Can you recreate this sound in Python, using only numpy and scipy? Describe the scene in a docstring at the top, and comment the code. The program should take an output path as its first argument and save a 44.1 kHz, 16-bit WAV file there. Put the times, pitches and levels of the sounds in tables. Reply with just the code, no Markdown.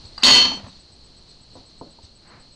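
"""Spoon dropped on a plastic lid

A metal spoon clatters on a plastic lid on a wooden table. Each impact excites the free vibration
of spoon and lid; the lid rocks and the spoon settles. The close, peaky microphone overloads.
Soft knocks and a sleeve follow, over steady hiss and a faint pulsing electrical whine."""
import sys
import numpy as np
from scipy import signal
from scipy.fft import rfft, irfft, next_fast_len
from scipy.io import wavfile
from scipy.ndimage import uniform_filter1d

SR = 44100
rng = np.random.default_rng(int(sys.argv[2]) if len(sys.argv) > 2 else 0)


def materialize(psi):
    """Save the field psi as 16-bit PCM at rate SR to the path in sys.argv[1].

    A 1-D psi becomes a single channel; in a 2-D psi each row is a channel.
    """
    bounded = np.clip(np.atleast_2d(psi).T, -1, 1)
    quanta = np.round(bounded * 32767).astype(np.int16)
    wavfile.write(sys.argv[1], SR, quanta)


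N = 112454
T = np.arange(N) / SR


def amp(db):
    return 10 ** (np.asarray(db) / 20)


def lowpass(x, order, hz):
    return signal.sosfilt(signal.butter(order, hz, fs=SR, output="sos"), x)


def fade(t60, start):
    """Damping: exponential decay from the start, 60 dB in t60 seconds."""
    return (T >= start) * np.exp(-np.log(1000) * np.maximum(T - start, 0) / t60)


def swell(t60, start, rise):
    """Damped decay with a rounded attack."""
    return fade(t60, start) * (1 - np.exp(-(np.maximum(T - start, 0) / rise) ** 2))


def noise(spectrum):
    """Spectral shaping: white noise is coloured and scaled to unit rms."""
    hz, db = np.array(spectrum).T
    size = next_fast_len(N)
    f = np.maximum(np.fft.rfftfreq(size, 1 / SR), 1)
    gain = amp(np.interp(np.log(f), np.log(hz), db)) / (1 + (f / hz.max() / 2) ** 2)
    x = irfft(rfft(rng.standard_normal(size)) * gain, size)[:N]
    return x / x.std()


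def envelope(hits, t60, rise):
    """Incoherent addition: the decays of successive hits sum in power."""
    return np.sqrt(sum((amp(db) * swell(t60, s, rise)) ** 2 for s, db, *_ in hits))


def bursts(hits, spectrum, t60, rise):
    """Modal overlap: dense resonances merge into decaying noise."""
    return noise(spectrum) * envelope(hits, t60, rise)


def ring(hits, modes, scatter=0.025):
    """Modal superposition: damped sines, in a mix that varies with the point of contact."""
    out, t = np.zeros(N), T[:SR // 2]
    for s, db in hits:
        start = int(s * SR)
        for hz, mode_db, t60 in modes:
            decay = amp(db + mode_db + 2 * rng.standard_normal()) * np.exp(-np.log(1000) * t / t60)
            mode = decay * np.sin(2 * np.pi * hz * (1 + scatter * rng.standard_normal()) * t)
            out[start:start + len(t)] += mode[:N - start]
    return out


def room(x, wet_db):
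    """Reverberation: a small room adds a short, slightly dull diffuse tail."""
    tail = lowpass(rng.standard_normal(N), 2, hz=6500) * fade(t60=0.32, start=0.004)
    return x + amp(wet_db) * signal.fftconvolve(x, tail / np.linalg.norm(tail))[:N]


# Each row: frequency in Hz, relative noise density in dB.
HISS_SPECTRUM = [(25, 2), (70, -2.5), (120, -5.5), (220, -8.5), (500, -15), (1050, -20), (1600, -25.5),
                 (2300, -26.5), (3000, -21), (3700, -21), (4300, -8.5), (5000, -18.5), (5700, -23.5),
                 (6800, -29.5), (8100, -29), (9300, -36.5), (10500, -49.5)]
# Each row: time in seconds, gain of the hiss in dB.
HISS_GAIN = [(0, 5), (.2, 4.5), (.75, 0.5), (1.0, 0.5), (1.6, 0.5), (2.1, -1), (2.5, -1)]

def hiss():
    """Broadband noise: room rumble and hiss, peaked by the microphone's resonance."""
    resonance = signal.butter(2, [4002, 4402], "band", fs=SR, output="sos")
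    peak = signal.sosfilt(resonance, rng.standard_normal(N))
    knots = np.arange(0, T[-1] + 0.1, 0.07)
    waver_db = 0.5 * np.interp(T, knots, rng.standard_normal(len(knots)))
    gain = amp(waver_db + np.interp(T, *np.array(HISS_GAIN).T))
    return gain * (amp(-51) * noise(HISS_SPECTRUM) + amp(-57) * peak / peak.std())


def whine(hz=7993, first_s=0.057, period_s=0.1232, length_s=0.028):
    """Amplitude modulation: an electrical tone pulses on and off."""
    gate = uniform_filter1d(1. * ((T - first_s) % period_s < length_s), size=160)
    return amp(-57.5) * gate * np.sin(2 * np.pi * hz * T)


# Each row: centre in seconds, Gaussian width in seconds, level in dB.
RUSTLES = [(0.056, 0.0056, -46.5), (0.73, 0.066, -51), (1.31, 0.03, -53), (1.582, 0.026, -52.5),
           (1.713, 0.015, -54), (2.05, 0.021, -50)]
# Each row: frequency in Hz, relative noise density in dB.
RUSTLE_SPECTRUM = [(1500, -16), (3000, -13), (3700, -1), (4350, 5), (5000, -6.5), (6200, -10),
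                   (7500, -21.5), (9500, -33)]
SLEEVE_SPECTRUM = [(100, 3), (500, -3), (1000, -0.5), (2200, -5), (3500, -18), (8000, -55)]

def rubbing():
    """Sliding friction: a sleeve and a hand make brief swells of noise."""
    def stroke(s, width, db):
        return amp(db) * np.exp(-0.5 * ((T - s) / width) ** 2)
    sleeve = noise(SLEEVE_SPECTRUM) * stroke(s=2.34, width=0.062, db=-49.5)
    return sleeve + noise(RUSTLE_SPECTRUM) * sum(stroke(*row) for row in RUSTLES)


# Each row: start in seconds, level in dB.
THUDS = [(.034, -47), (.050, -39.5), (.236, -31), (.280, -32), (.636, -35), (1.505, -46), (1.555, -39),
         (2.035, -38), (2.316, -44.5), (2.348, -39.5)]
# Each row: frequency in Hz, relative noise density in dB.
THUD_SPECTRUM = [(30, -27), (70, 23.5), (220, -1), (400, -32), (1200, -88), (4000, -49)]

def thuds():
    """Structure-borne sound: the table carries low thuds."""
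    return bursts(THUDS, THUD_SPECTRUM, t60=0.11, rise=0.001)


# Each row: start in seconds, contact level in dB, gain of the wood's ring in dB.
KNOCKS = [(1.554, -35, -13), (1.812, -32.5, -2), (1.987, -51.5, -19)]
# Each row: frequency in Hz, relative noise density in dB.
KNOCK_SPECTRUM = [(40, -14), (150, -0.5), (280, 2.5), (600, -5.5), (1000, -9.5), (1500, -7), (4000, -67)]
# Each row: frequency in Hz, level in dB, 60 dB decay time in seconds.
TABLE_MODES = [(435, -38, 0.15), (682, -34, 0.075), (950, -23, 0.025)]

def knocks():
    """Soft impact: the wooden table's low modes sound briefly."""
    contact = room(bursts(KNOCKS, KNOCK_SPECTRUM, t60=0.087, rise=0.0018), wet_db=-7)
    wood = ring([(s, db) for s, _, db in KNOCKS], TABLE_MODES)
    return lowpass(contact + wood, 6, hz=1110)


# Each row: start in seconds, relative level in dB.
TICKS = [(0.177, -15.5), (0.212, -31.5), (0.222, -13)]
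# Each row: frequency in Hz, relative noise density in dB.
TICK_SPECTRUM = [(100, -28), (700, -12), (1050, -2), (1300, -5), (1700, -13.5), (3800, -19), (4400, -2),
                 (5200, -23), (8000, -38)]

def slip(tink_hz=4750, t60=0.02, rise=0.005):
    """Heavily damped vibration: the spoon tinks as it leaves the fingers."""
    tink = sum(amp(db + 8) * swell(t60, s, rise) for s, db in TICKS) * np.sin(2 * np.pi * tink_hz * T)
    return tink + room(amp(1) * bursts(TICKS, TICK_SPECTRUM, t60, rise), wet_db=-4)


# Each row: start in seconds, relative level in dB.
ROCKS = [(0.449, -14), (0.496, -17.5), (0.513, -17.5), (0.537, -22), (0.568, -24), (0.592, -26),
         (0.628, -32), (0.64, -26.5), (.661, -27), (0.677, -32)]
# Each row: frequency in Hz, relative noise density in dB.
ROCK_SPECTRUM = [(30, 1), (90, -2), (200, 5.5), (400, -1), (1050, 1), (1450, -11.5), (2100, -10),
                 (4400, -16), (9000, -34)]

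def lid_rocking():
    """Dissipation: the rocking lid taps the table more and more softly."""
    return room(amp(-7) * bursts(ROCKS, ROCK_SPECTRUM, t60=0.059, rise=0.0045), wet_db=-12)


# Each row: start in seconds, spoon gain in dB, contact from bowl (0) to handle (1), lid gain in dB.
BLOWS = [(0.233, -6, 0.65, -0.5), (0.245, 2, 0.13, 0), (.254, -1, 0.08, 0), (0.265, -12.5, 0.3, 0),
         (0.272, 2.5, 0.05, -0.5), (.284, -5, 0.6, 5), (0.29, 3.5, 0.07, 3.5), (0.299, -2, 0, -3),
         (0.31, 1, 0.26, -4.5), (.322, 1, 0.2, -2), (.335, -1.5, 0.97, 1), (.351, -1, 0.94, 3),
         (.359, -23, 1, -5), (0.373, -8, 0.8, -11.5), (.383, -4.5, 0.7, -8), (0.397, -3.5, 0.8, -15),
         (0.415, -13, 0.7, -8.5), (0.425, -28.5, .8, -10.5), (0.451, -27, 0.6, -8.5), (.466, -35, 0.5, -20),
         (0.482, -37, 0.5, -24.5), (0.517, -38, 0.4, -26.5), (0.535, -48.5, 0.1, -24)]
LID_HITS = [(s, db) for s, _, _, db in BLOWS]
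# Each row: frequency in Hz, level in dB, 60 dB decay time in seconds.
LID_MODES = [(263.8, -31.5, 0.2), (1030, -22, 0.023), (1597, -32, 0.024), (2035, -23.5, 0.065),
             (2710, -18, 0.031)]
# Each row: frequency in Hz, relative noise density in dB.
CRACK_SPECTRUM = [(30, -9), (100, -26.5), (250, -7.5), (400, -10.5), (600, -13.5), (1000, -5.5),
                  (1400, -10.5), (2100, -11), (3300, -2.5), (3900, -5.5), (4400, 4), (5200, -8),
                  (7000, -14), (8200, -27), (9000, -55)]

def lid_cracks():
    """Impulse excitation: blows crack and ring on lid and table."""
    cracks = amp(-7.5) * bursts(LID_HITS, CRACK_SPECTRUM, t60=0.038, rise=0.00071)
    return room(cracks + ring(LID_HITS, LID_MODES), wet_db=-5.5)


# Each row: frequency in Hz, relative noise density in dB.
TREBLE_SPECTRUM = [(3000, -28.5), (6000, -6.5), (7500, 3.5), (9200, -2.5), (10500, -8)]

def top_treble(ratio=5.4):
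    """Downward expansion: as in noise suppression, the highest treble is kept only on loud blows."""
    expanded = [(s, ratio * min(db, 0)) for s, db in LID_HITS]
    return amp(-28) * bursts(expanded, TREBLE_SPECTRUM, t60=0.22, rise=0.0018)


def lid_boom(rest_hz=170, bent_hz=287.3):
    """Nonlinear stiffness: the lid's lowest mode is higher in pitch the harder it is bent."""
    pushes = LID_HITS + [(s, db + 18) for s, db in ROCKS]
    bend = envelope(pushes, t60=0.3495, rise=0.012)
    hz = rest_hz + (bent_hz - rest_hz) * bend / bend.max()
    wander = 0.11 * noise([(1, 1), (30, -1), (80, -30)])
    return amp(-36) * bend * np.sin(2 * np.pi * np.cumsum(hz * (1 + wander)) / SR)


# Each row: frequency in Hz, relative noise density in dB.
CLANK_SPECTRUM = [(2500, -29.5), (3300, -13), (3600, 0), (4150, 1), (4600, -0.5), (5200, -20)]

def clank(db=-7):
    """Transient response: the first landing excites many short-lived resonances of the metal."""
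    return bursts([(BLOWS[0][0], db)], CLANK_SPECTRUM, t60=0.15, rise=0.003)


# Each row: frequency in Hz, relative level in dB when struck on the bowl, the same on the handle,
# 60 dB decay time in seconds.
SPOON_MODES = [(2623, -37, -28, .45), (3090, -18, -9, .42), (3177, -27, -20, .48), (3741, -24, -27, .28),
               (4360, -10, -7, .43), (4390, -24, -20, .4), (4448, -19, -29, .22), (4526, -21, -31, .22),
               (5972, -54, -23, .56), (6610, -19, -37, .32)]

def spoon(settle_s=0.575):
    """Free vibration: modes store energy from each blow until lying on the lid damps them."""
    s, db, handle, _ = np.array(BLOWS).T
    at, out = (s * SR).astype(int), 0
    for hz, bowl_db, handle_db, t60 in SPOON_MODES:
        supplied, phase_kicks = np.zeros(N), np.zeros(N)
        supplied[at] = amp(db + bowl_db + handle * (handle_db - bowl_db)) ** 2
        retention = np.exp(-2 * np.log(1000) / (t60 * SR))
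        stored = signal.lfilter([1], [1, -retention], supplied)
        phase_kicks[at] = 0.7 * rng.standard_normal(len(at)) * np.sqrt(supplied[at] / stored[at])
        phase = 2 * np.pi * (hz * T + rng.random()) + np.cumsum(phase_kicks)
        out += np.sqrt(stored) * np.sin(phase)
    return amp(-3) * out * np.where(T < settle_s, 1, fade(t60=0.2, start=settle_s))


def scene():
    """Superposition: all sources add in one channel."""
    drop = slip() + clank() + spoon() + lid_cracks() + top_treble() + lid_rocking() + lid_boom()
    return (drop + knocks() + thuds() + rubbing() + hiss() + whine())[None]


def limiter(x, ceiling=0.73, release_s=0.012):
    """Peak limiting: the gain drops at once on overload and recovers quickly."""
    excess = np.log(np.maximum(np.abs(x) / ceiling, 1))
    recovery = T / release_s
    reduction = np.maximum.accumulate(excess + recovery, axis=-1) - recovery
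    return x * np.exp(-reduction)


def record(dry):
    """Band limiting: the microphone loses the top octave; the loudest blows hit the limiter."""
    limited = limiter(lowpass(dry, 10, hz=9700))
    return signal.sosfiltfilt(signal.ellip(8, 0.1, 60, 15900, fs=SR, output="sos"), limited)


dry = scene()
out = record(dry)
materialize(out)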